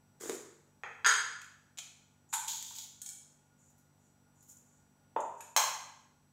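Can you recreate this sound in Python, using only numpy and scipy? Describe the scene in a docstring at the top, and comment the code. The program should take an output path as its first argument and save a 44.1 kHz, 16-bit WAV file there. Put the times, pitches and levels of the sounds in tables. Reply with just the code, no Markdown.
"""Over the hum of a fan, a plastic tub slides and bumps across the counter of a hard-walled kitchen.
A jar is set down and a lid clicks; a steel spoon digs into seasoning crystals, is tapped, tips them into
a bowl of sauce and drops back into its pot. Impacts excite each object's damped modes, friction is a train
of tiny slips, and every contact reverberates in the room. The nearly mono microphone has a bright peak
and a thin electronic whine."""
import sys
import numpy as np
from scipy import signal
from scipy.fft import rfft, irfft, next_fast_len
from scipy.io import wavfile
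from scipy.ndimage import map_coordinates

SR = 44100
rng = np.random.default_rng(int(sys.argv[2]) if len(sys.argv) > 2 else 0)


def digitize_waveform(pressure):
    """Quantize a signal to 16-bit integers and store it at the path in sys.argv[1].

    Rows of a 2-D input are taken as channels; values are limited to [-1, 1].
    """
    field = np.atleast_2d(pressure).T
    bounded = np.clip(field, -1, 1)
    quanta = np.round(bounded * 32767).astype(np.int16)
    wavfile.write(sys.argv[1], SR, quanta)


N = 278712

# Steady lines of the fan and the electronics: (frequency [Hz], rms level [dB])
FAN_ORDERS = [(97.5, -77.5), (146, -74), (195, -79.5), (244, -77.5), (293, -85)]
WHINE_LINES = [(5832, -85), (7779, -83.5)]
# Noise spectra of moving air and of friction: (frequency [Hz], relative spectral density [dB])
AIR_SPECTRUM = [(25, -24.5), (60, -10.5), (100, -3), (130, -8), (230, -9.5), (400, -14.5), (650, -15.5),
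                (1150, -20), (1700, -23.5), (3000, -28.5), (9000, -31), (15500, -34.5)]
PLASTIC_SPECTRUM = [(200, -20.5), (1000, 0), (1800, 3), (2600, -6.5), (5000, -1.5), (8000, 1.5),
                    (11000, -3.5), (15500, -5.5)]
CRYSTAL_SPECTRUM = [(400, -35), (700, -15.5), (880, -3), (1100, -51), (2000, -8), (2800, -4), (3300, 8),
                    (3900, 5.5), (5500, 2), (6800, 5.5), (9000, -2.5), (15500, -0.5)]
SPRINKLE_SPECTRUM = [(1000, -19), (4500, -5), (6000, 5), (8000, -1), (10500, 6), (15500, 6.5)]
# Normal modes of each object: (frequency [Hz], bandwidth [Hz], relative peak level [dB])
FAN_CASE_MODES = [(845, 54, -2.5), (1433, 8.8, 3.5)]
TUB_MODES = [(228, 74, -22.5), (362, 56, 3), (450, 18, 2.5), (1206, 660, -21.5), (1740, 310, -21),
             (3700, 830, -22), (8070, 3700, -24), (14000, 4000, -26.5)]
COUNTER_MODES = [(450, 48, -2), (830, 90, -2.5), (1400, 270, 0), (1780, 160, 6), (2560, 200, -1.5),
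                 (3220, 150, -12), (6560, 230, -8.5)]
JAR_MODES = [(1030.5, 190, -15), (1384, 150, -0.5), (1715, 190, -1.5), (2530, 280, -17.5), (3200, 310, -10),
             (4060, 570, -16), (4810, 110, -2.5), (6244, 270, -17.5), (6550, 210, -10), (8060, 50, -8.5),
             (8600, 1800, -26), (9650, 80, -13.5), (12000, 3900, -29)]
LID_MODES = [(716, 150, -12.5), (1340, 69, -10), (2510, 270, -1), (3170, 540, -5), (3940, 770, -6),
             (6670, 2600, -7.5), (10200, 4000, -15.5), (14500, 1600, -15)]
SPOON_EDGE_MODES = [(6530, 500, -2.5), (7140, 390, 2), (8230, 540, -3.5), (9660, 76, 2.5), (11700, 44, 3.5)]
FILLED_POT_MODES = [(980, 46, -15), (889, 76, 8), (1300, 160, -27), (1550, 210, -6), (2410, 230, -8),
                    (3800, 480, -9), (4800, 530, -25), (7190, 360, -4), (9000, 2000, -7),
                    (11600, 1700, -7.5), (14500, 2500, -41)]
SPOON_MODES = [(815, 17, -12), (1460, 32, -10.5), (1742, 18, -5), (2287, 19, -1.5), (3266, 55, 0),
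               (3720, 74, -7), (4220, 210, -8.5), (5300, 49, 2), (6730, 960, -5.5), (6740, 200, -10),
               (7900, 300, 0), (9000, 160, 6), (9640, 150, -1), (10900, 840, -7), (11400, 150, -3),
               (13400, 590, -5), (15000, 900, -6)]
POT_BASE_MODES = [(238, 83, -24.5), (427, 50, -11.5), (620, 110, -6), (920, 84, 2.5), (1236, 100, -17),
                  (2420, 280, -21), (3500, 130, -17)]
SPOON_TIP_MODES = [(1400, 150, -5), (1700, 120, -7.5), (2540, 160, -1), (3700, 400, -14.5),
                   (5200, 200, -16), (7000, 750, -9), (8400, 700, -12), (9200, 300, -5), (11400, 53, 3),
                   (13600, 2800, -19.5)]
POT_MODES = [(600, 310, -13.5), (884, 122, 1.5), (1063, 49, 2.5), (1630, 180, -7.5), (1995, 120, -11.5),
             (2350, 120, -6), (3235, 230, -8), (4140, 200, -5), (5500, 310, -5.5), (6400, 120, -6.5),
             (7400, 720, -17), (8200, 110, -11.5), (9120, 110, -12), (10200, 800, -23.5),
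             (12000, 1800, -16), (15200, 1500, -9.5)]
# Impacts; a harder contact has a higher cutoff: (time [s], level [dB], cutoff [Hz])
TUB_IMPACTS = [(.209, -48.5, 12000), (.236, -42, 1935), (.258, -40.5, 2860), (.291, -37.5, 600),
               (.296, -29.5, 12000), (.319, -39, 4896)]
COUNTER_IMPACTS = [(.8355, -37, 2792), (1.063, -39.5, 450)]
JAR_IMPACTS = [(1.0465, -24.5, 3535), (1.0555, -28, 2247), (1.0618, -20, 11000), (1.077, -30, 12000)]
LID_IMPACTS = [(1.416, -49.5, 14000), (1.445, -56.5, 14000), (1.7735, -51, 9000), (1.778, -50, 14000),
               (1.7852, -38, 12000), (1.7903, -42.5, 7000)]
DIG_IMPACTS = [(2.329, -34, 8900), (2.3365, -27, 14000), (2.709, -53.5, 3000)]
SPOON_IMPACTS = [(3.0165, -40, 15000), (3.028, -61, 12000), (3.061, -41, 8750), (3.089, -41, 12000)]
POT_BASE_IMPACTS = [(5.162, -41, 1800), (5.1642, -24.5, 1300)]
SPOON_TIP_IMPACTS = [(5.406, -45.5, 14000)]
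POT_IMPACTS = [(5.5638, -18.5, 15000), (5.574, -23, 14000)]
# Sliding gestures: (time [s], duration [s], sliding level [dB], breakaway excess [dB])
TUB_SLIDES = [(.193, 0.16, -53.5, 4)]
SCOOP_SLIDES = [(2.322, 0.22, -60, 16.5), (2.474, 0.25, -54.5, 17.5), (2.745, 0.089, -53, 4.5)]
# Light rubs along the spoon's edge: (time [s], duration [s], level [dB])
EDGE_RUBS = [(2.284, 0.077, -66.5), (3.573, 0.13, -77), (3.977, .12, -85), (4.342, 0.19, -80),
             (4.478, 0.036, -66), (4.564, 0.22, -83.5), (5.16, 0.033, -75), (5.366, .025, -70)]
# Grazes of the spoon's edge, cracking clumps and falling pinches of crystals: (time [s], level [dB])
EDGE_GRAZES = [(2.29, -73), (4.407, -67.5), (4.569, -61), (5.2041, -51)]
CRYSTAL_FRACTURES = [(2.4802, -35.5), (2.498, -44), (2.626, -38.5), (2.761, -50), (2.785, -39.5),
                     (2.835, -52)]
CRYSTAL_SPILLS = [(3.685, -71), (3.765, -67), (4.41, -65), (4.47, -56.5), (4.5, -58), (4.56, -72)]
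# Reverberation of the kitchen: (frequency [Hz], time to decay by 60 dB [s])
KITCHEN_T60 = [(150, .45), (400, .62), (900, .7), (1500, .75), (4000, .67), (7000, .64), (11000, .5),
               (16000, .4)]
# Frequency response of the microphone: (frequency [Hz], gain [dB])
MICROPHONE_RESPONSE = [(100, 1.5), (5300, -3), (6200, 2), (7000, 7.5), (7800, 1.5), (9000, -3.5),
                       (16000, -5)]


def amp(db):
    """Amplitude ratio of a level in decibels."""
    return 10 ** (np.asarray(db) / 20)


def unit_rms(x):
    """Normalisation to unit mean power."""
    return x / np.sqrt(np.mean(x ** 2) + 1e-20)


def along(points, hz):
    """Interpolation of (frequency [Hz], value) points on a logarithmic frequency axis."""
    freqs, values = np.transpose(points)
    return np.interp(np.log(hz + 1), np.log(freqs + 1), values)


def wobble(per_s):
    """Slow random modulation: a spline through per_s Gaussian values a second."""
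    knots = rng.standard_normal(int(N * per_s / SR) + 4)
    return map_coordinates(knots, [np.arange(N) * per_s / SR])


def filtered(x, response):
    """Zero-phase filtering: the spectrum is multiplied by a real function of frequency."""
    n = x.shape[-1]
    size = next_fast_len(n + 8192)
    return irfft(rfft(x, size) * response(np.fft.rfftfreq(size, 1 / SR)), size)[..., :n]


def coloured(x, spectrum):
    """Spectral shaping by (frequency [Hz], gain [dB]) points."""
    return filtered(x, lambda hz: amp(along(spectrum, hz)))


def add(track, start_s, sound):
    """Superposition of a sound on the track."""
    part = track[round(start_s * SR):][:len(sound)]
    part += sound[:len(part)]


def at_energy(x, db):
    """Equal-energy scaling: a transient gets the energy of 3 ms of steady sound at db."""
    return x * amp(db) * np.sqrt(.003 * SR / np.sum(x ** 2))


def in_room(x, wet_db, near_db=-5, near_t60=0.044, build_s=0.004):
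    """Reverberation: direct sound, early reflections off table and dishes, and the walls' diffuse tail."""
    t = np.arange(SR) / SR
    hz, frame_s, spectra = signal.stft(rng.standard_normal(SR), SR, nperseg=256)
    decay = amp(-60 * frame_s / along(KITCHEN_T60, hz)[:, None])
    tail = signal.istft(spectra * decay, SR, nperseg=256)[1][:SR]
    early = rng.standard_normal(SR) * amp(-60 * t / near_t60)
    swell = 1 - np.exp(-t / build_s)
    response = amp(wet_db) * unit_rms(tail * swell) + amp(near_db) * unit_rms(early * swell)
    response /= np.sqrt(SR)
    response[0] = 1  # direct path
    return signal.fftconvolve(x, response)


def modal_gain(modes, hz):
    """Damped modes add in power; a body radiates little below the first mode listed."""
    power = sum(amp(2 * db) * (hz * width) ** 2 / ((centre ** 2 - hz ** 2) ** 2 + (hz * width) ** 2)
                for centre, width, db in modes)
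    return np.sqrt(power / (1 + (.85 * modes[0][0] / (hz + 1)) ** 14))


def driven(modes):
    """Forced vibration: a steady random force keeps the modes ringing."""
    return unit_rms(filtered(rng.standard_normal(N), lambda hz: modal_gain(modes, hz)))


def strike(modes, cutoff_hz, chatter_t60, crossover_hz=2500, rise_s=.0007, size=8192):
    """Impact excitation: a soft contact drives only low modes; a hard one chatters, roughening the treble."""
    hz, t = np.fft.rfftfreq(size, 1 / SR), np.arange(size) / SR
    gain = modal_gain(modes, hz) / np.sqrt(1 + (hz / cutoff_hz) ** 4)
    cepstrum = irfft(np.log(gain + 1e-4))
    causal_fold = np.r_[1, np.full(size // 2 - 1, 2), np.zeros(size // 2)]
    ring = irfft(np.exp(rfft(cepstrum * causal_fold)))  # minimum phase: all modes start at once
    fade = amp(-60 * t / chatter_t60)
    spectrum = rfft(rng.standard_normal(size) * fade * (1 - np.exp(-t / rise_s)))
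    chatter = irfft(spectrum / np.abs(spectrum)) * np.sqrt(fade)  # whitened to drive the modes evenly
    chatter /= np.linalg.norm(chatter)
    pulse = signal.lfilter(*signal.butter(2, crossover_hz, fs=SR), 1.0 * (t == 0))
    rasp = signal.lfilter(*signal.butter(2, crossover_hz, "high", fs=SR), chatter)
    return signal.fftconvolve(ring, pulse + rasp)[:size // 2]


def knocks(impacts, modes, wet_db, chatter_t60):
    """Free vibration of one object after each impact, each with its own path through the room."""
    track = np.zeros(N)
    for start_s, db, cutoff_hz in impacts:
        ring = at_energy(strike(modes, cutoff_hz, chatter_t60), db)
        add(track, start_s, in_room(ring, wet_db))
    return track


def stroke(start_s, length_s, attack_s, release_t60):
    """Envelope of a gesture: quadratic rise, hold until length_s is over, exponential decay."""
    t = np.arange(N) / SR - start_s
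    return np.clip(t / attack_s, 0, 1) ** 2 * amp(-60 * np.maximum(t - length_s, 0) / release_t60)


def sliding_force(slides, attack_s, release_t60, settle_s):
    """Static friction exceeds kinetic: a push is strongest at breakaway, then settles."""
    t, force = np.arange(N) / SR, np.zeros(N)
    for start_s, length_s, db, excess_db in slides:
        breakaway = np.exp(-np.maximum(t - start_s - attack_s, 0) / settle_s)
        force += amp(db + excess_db * breakaway) * stroke(start_s, length_s, attack_s, release_t60)
    return force


def friction(force, spectrum, slips_per_s, spread_db, wet_db):
    """Stick-slip friction: a random train of tiny, uneven slips whose amplitude follows the force."""
    slips = (rng.random(N) < slips_per_s / SR) * rng.standard_normal(N)
    slips *= amp(spread_db * np.clip(rng.standard_normal(N), -2, 2))
    return in_room(unit_rms(coloured(slips, spectrum)) * force, wet_db)[:N]


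def tones(lines, waver_db, drift_rad):
    """Sinusoids under slight random amplitude and phase modulation."""
    t, track = np.arange(N) / SR, np.zeros(N)
    for hz, db in lines:
        peak = np.sqrt(2) * amp(db + waver_db * wobble(6.7))
        track += peak * np.sin(2 * np.pi * hz * t + drift_rad * wobble(2.3))
    return track


def fan(air_db=-72, case_db=-80):
    """Rotation gives a harmonic hum, airflow a broadband rush, and the case resonates."""
    rush = amp(air_db) * unit_rms(coloured(rng.standard_normal(N), AIR_SPECTRUM))
    case = amp(case_db + 0.62 * wobble(6.3)) * driven(FAN_CASE_MODES)
    return rush + case + tones(FAN_ORDERS, waver_db=1, drift_rad=.5)


def whine():
    """Electronic self-noise: two faint, nearly pure high tones."""
    return tones(WHINE_LINES, waver_db=-0.1, drift_rad=0.24)


def tub_pull():
    """The plastic tub slides by stick-slip while bumps excite its modes."""
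    force = sliding_force(TUB_SLIDES, attack_s=0.019, release_t60=.05, settle_s=0.032)
    bumps = knocks(TUB_IMPACTS, TUB_MODES, wet_db=-2.0, chatter_t60=.008)
    return bumps + friction(force, PLASTIC_SPECTRUM, slips_per_s=4400, spread_db=2.0, wet_db=1.0)


def counter_knocks():
    """Soft impacts drive mainly the low modes of the counter."""
    return knocks(COUNTER_IMPACTS, COUNTER_MODES, wet_db=4.5, chatter_t60=0.0047)


def jar_landing():
    """The jar lands in four quick impacts, each exciting its modes anew."""
    return knocks(JAR_IMPACTS, JAR_MODES, wet_db=7.0, chatter_t60=0.019)


def lid_clicks():
    """Hard contacts on the lid's heavily damped modes give brief clicks."""
    return knocks(LID_IMPACTS, LID_MODES, wet_db=-1.0, chatter_t60=0.019)


def spoon_edge(graze_cutoff_hz=11000, tremor_db=1.5):
    """Rubbing by a slightly trembling hand sustains the edge's modes; grazes let them ring freely."""
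    impacts = [(start_s, db, graze_cutoff_hz) for start_s, db in EDGE_GRAZES]
    grazes = knocks(impacts, SPOON_EDGE_MODES, wet_db=-1.0, chatter_t60=0.021)
    force = sum(amp(db) * stroke(start_s, length_s, attack_s=0.018, release_t60=.12)
                for start_s, length_s, db in EDGE_RUBS)
    force *= amp(tremor_db * wobble(per_s=25))
    return grazes + in_room(driven(SPOON_EDGE_MODES) * force, wet_db=-4.0)[:N]


def spoon_scoop():
    """The spoon's impacts ring the filled pot, and granular friction sounds as it pushes through."""
    digs = knocks(DIG_IMPACTS, FILLED_POT_MODES, wet_db=1.4, chatter_t60=0.063)
    force = sliding_force(SCOOP_SLIDES, attack_s=0.0071, release_t60=0.094, settle_s=0.039)
    return digs + friction(force, CRYSTAL_SPECTRUM, slips_per_s=1800, spread_db=4, wet_db=1.5)


def crystal_crunches(burst_t60=.016):
    """Brittle fracture: a clump of crystals gives way in a noise burst of a few milliseconds."""
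    track, t = np.zeros(N), np.arange(SR // 10) / SR
    for start_s, db in CRYSTAL_FRACTURES:
        burst = coloured(rng.standard_normal(len(t)), CRYSTAL_SPECTRUM) * amp(-60 * t / burst_t60)
        add(track, start_s, in_room(at_energy(burst, db), wet_db=-4.0))
    return track


def spoon_taps():
    """Tapping the spoonful level excites the lightly damped modes of the steel."""
    return knocks(SPOON_IMPACTS, SPOON_MODES, wet_db=1.5, chatter_t60=0.033)


def crystal_sprinkle(rise_s=0.021, fall_t60=0.086):
    """Granular flow: each pinch slides off the spoon in one quick swell of tiny slips."""
    flow = sum(amp(db) * stroke(start_s, rise_s, rise_s, fall_t60) for start_s, db in CRYSTAL_SPILLS)
    return friction(flow, SPRINKLE_SPECTRUM, slips_per_s=3000, spread_db=4, wet_db=-2)


def pot_landing():
    """The pot is put back: a soft double impact drives the low modes of its base."""
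    return knocks(POT_BASE_IMPACTS, POT_BASE_MODES, wet_db=2.0, chatter_t60=0.0062)


def spoon_drop():
    """The spoon's tip ticks, then two hard impacts excite the pot's modes far into the treble."""
    tick = knocks(SPOON_TIP_IMPACTS, SPOON_TIP_MODES, wet_db=2.0, chatter_t60=0.046)
    return tick + knocks(POT_IMPACTS, POT_MODES, wet_db=3.0, chatter_t60=0.024)


def scene(close_db=2, side_air_db=-92, mismatch_db=-40):
    """Mid-side stereo: the channels differ only by a trace of air and a slight phase shift."""
    background = fan() + whine()
    contacts = tub_pull() + counter_knocks() + jar_landing() + lid_clicks()
    contacts += spoon_edge() + spoon_scoop() + crystal_crunches() + spoon_taps()
    contacts += crystal_sprinkle() + pot_landing() + spoon_drop()
    contacts = amp(close_db) * coloured(contacts, MICROPHONE_RESPONSE)
    mid = background + contacts
    side_air = amp(side_air_db) * unit_rms(coloured(rng.standard_normal(N), AIR_SPECTRUM))
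    side = side_air + amp(mismatch_db) * signal.hilbert(contacts).imag
    return np.array([mid + side, mid - side])


def record(dry, knee_db=-52, duck_db=1.0, averaging_s=0.34, band_limit_hz=15650):
    """Automatic gain control dips slightly as mean power rises; a steep low-pass limits the band."""
    pole = np.exp(-1 / (averaging_s * SR))
    power = signal.lfilter([1 - pole], [1, -pole], dry[0] ** 2)
    gain = amp(-duck_db * power / (power + amp(2 * knee_db)))
    return filtered(dry * gain, lambda hz: 1 / np.sqrt(1 + (hz / band_limit_hz) ** 240))


dry = scene()
out = record(dry)
digitize_waveform(out)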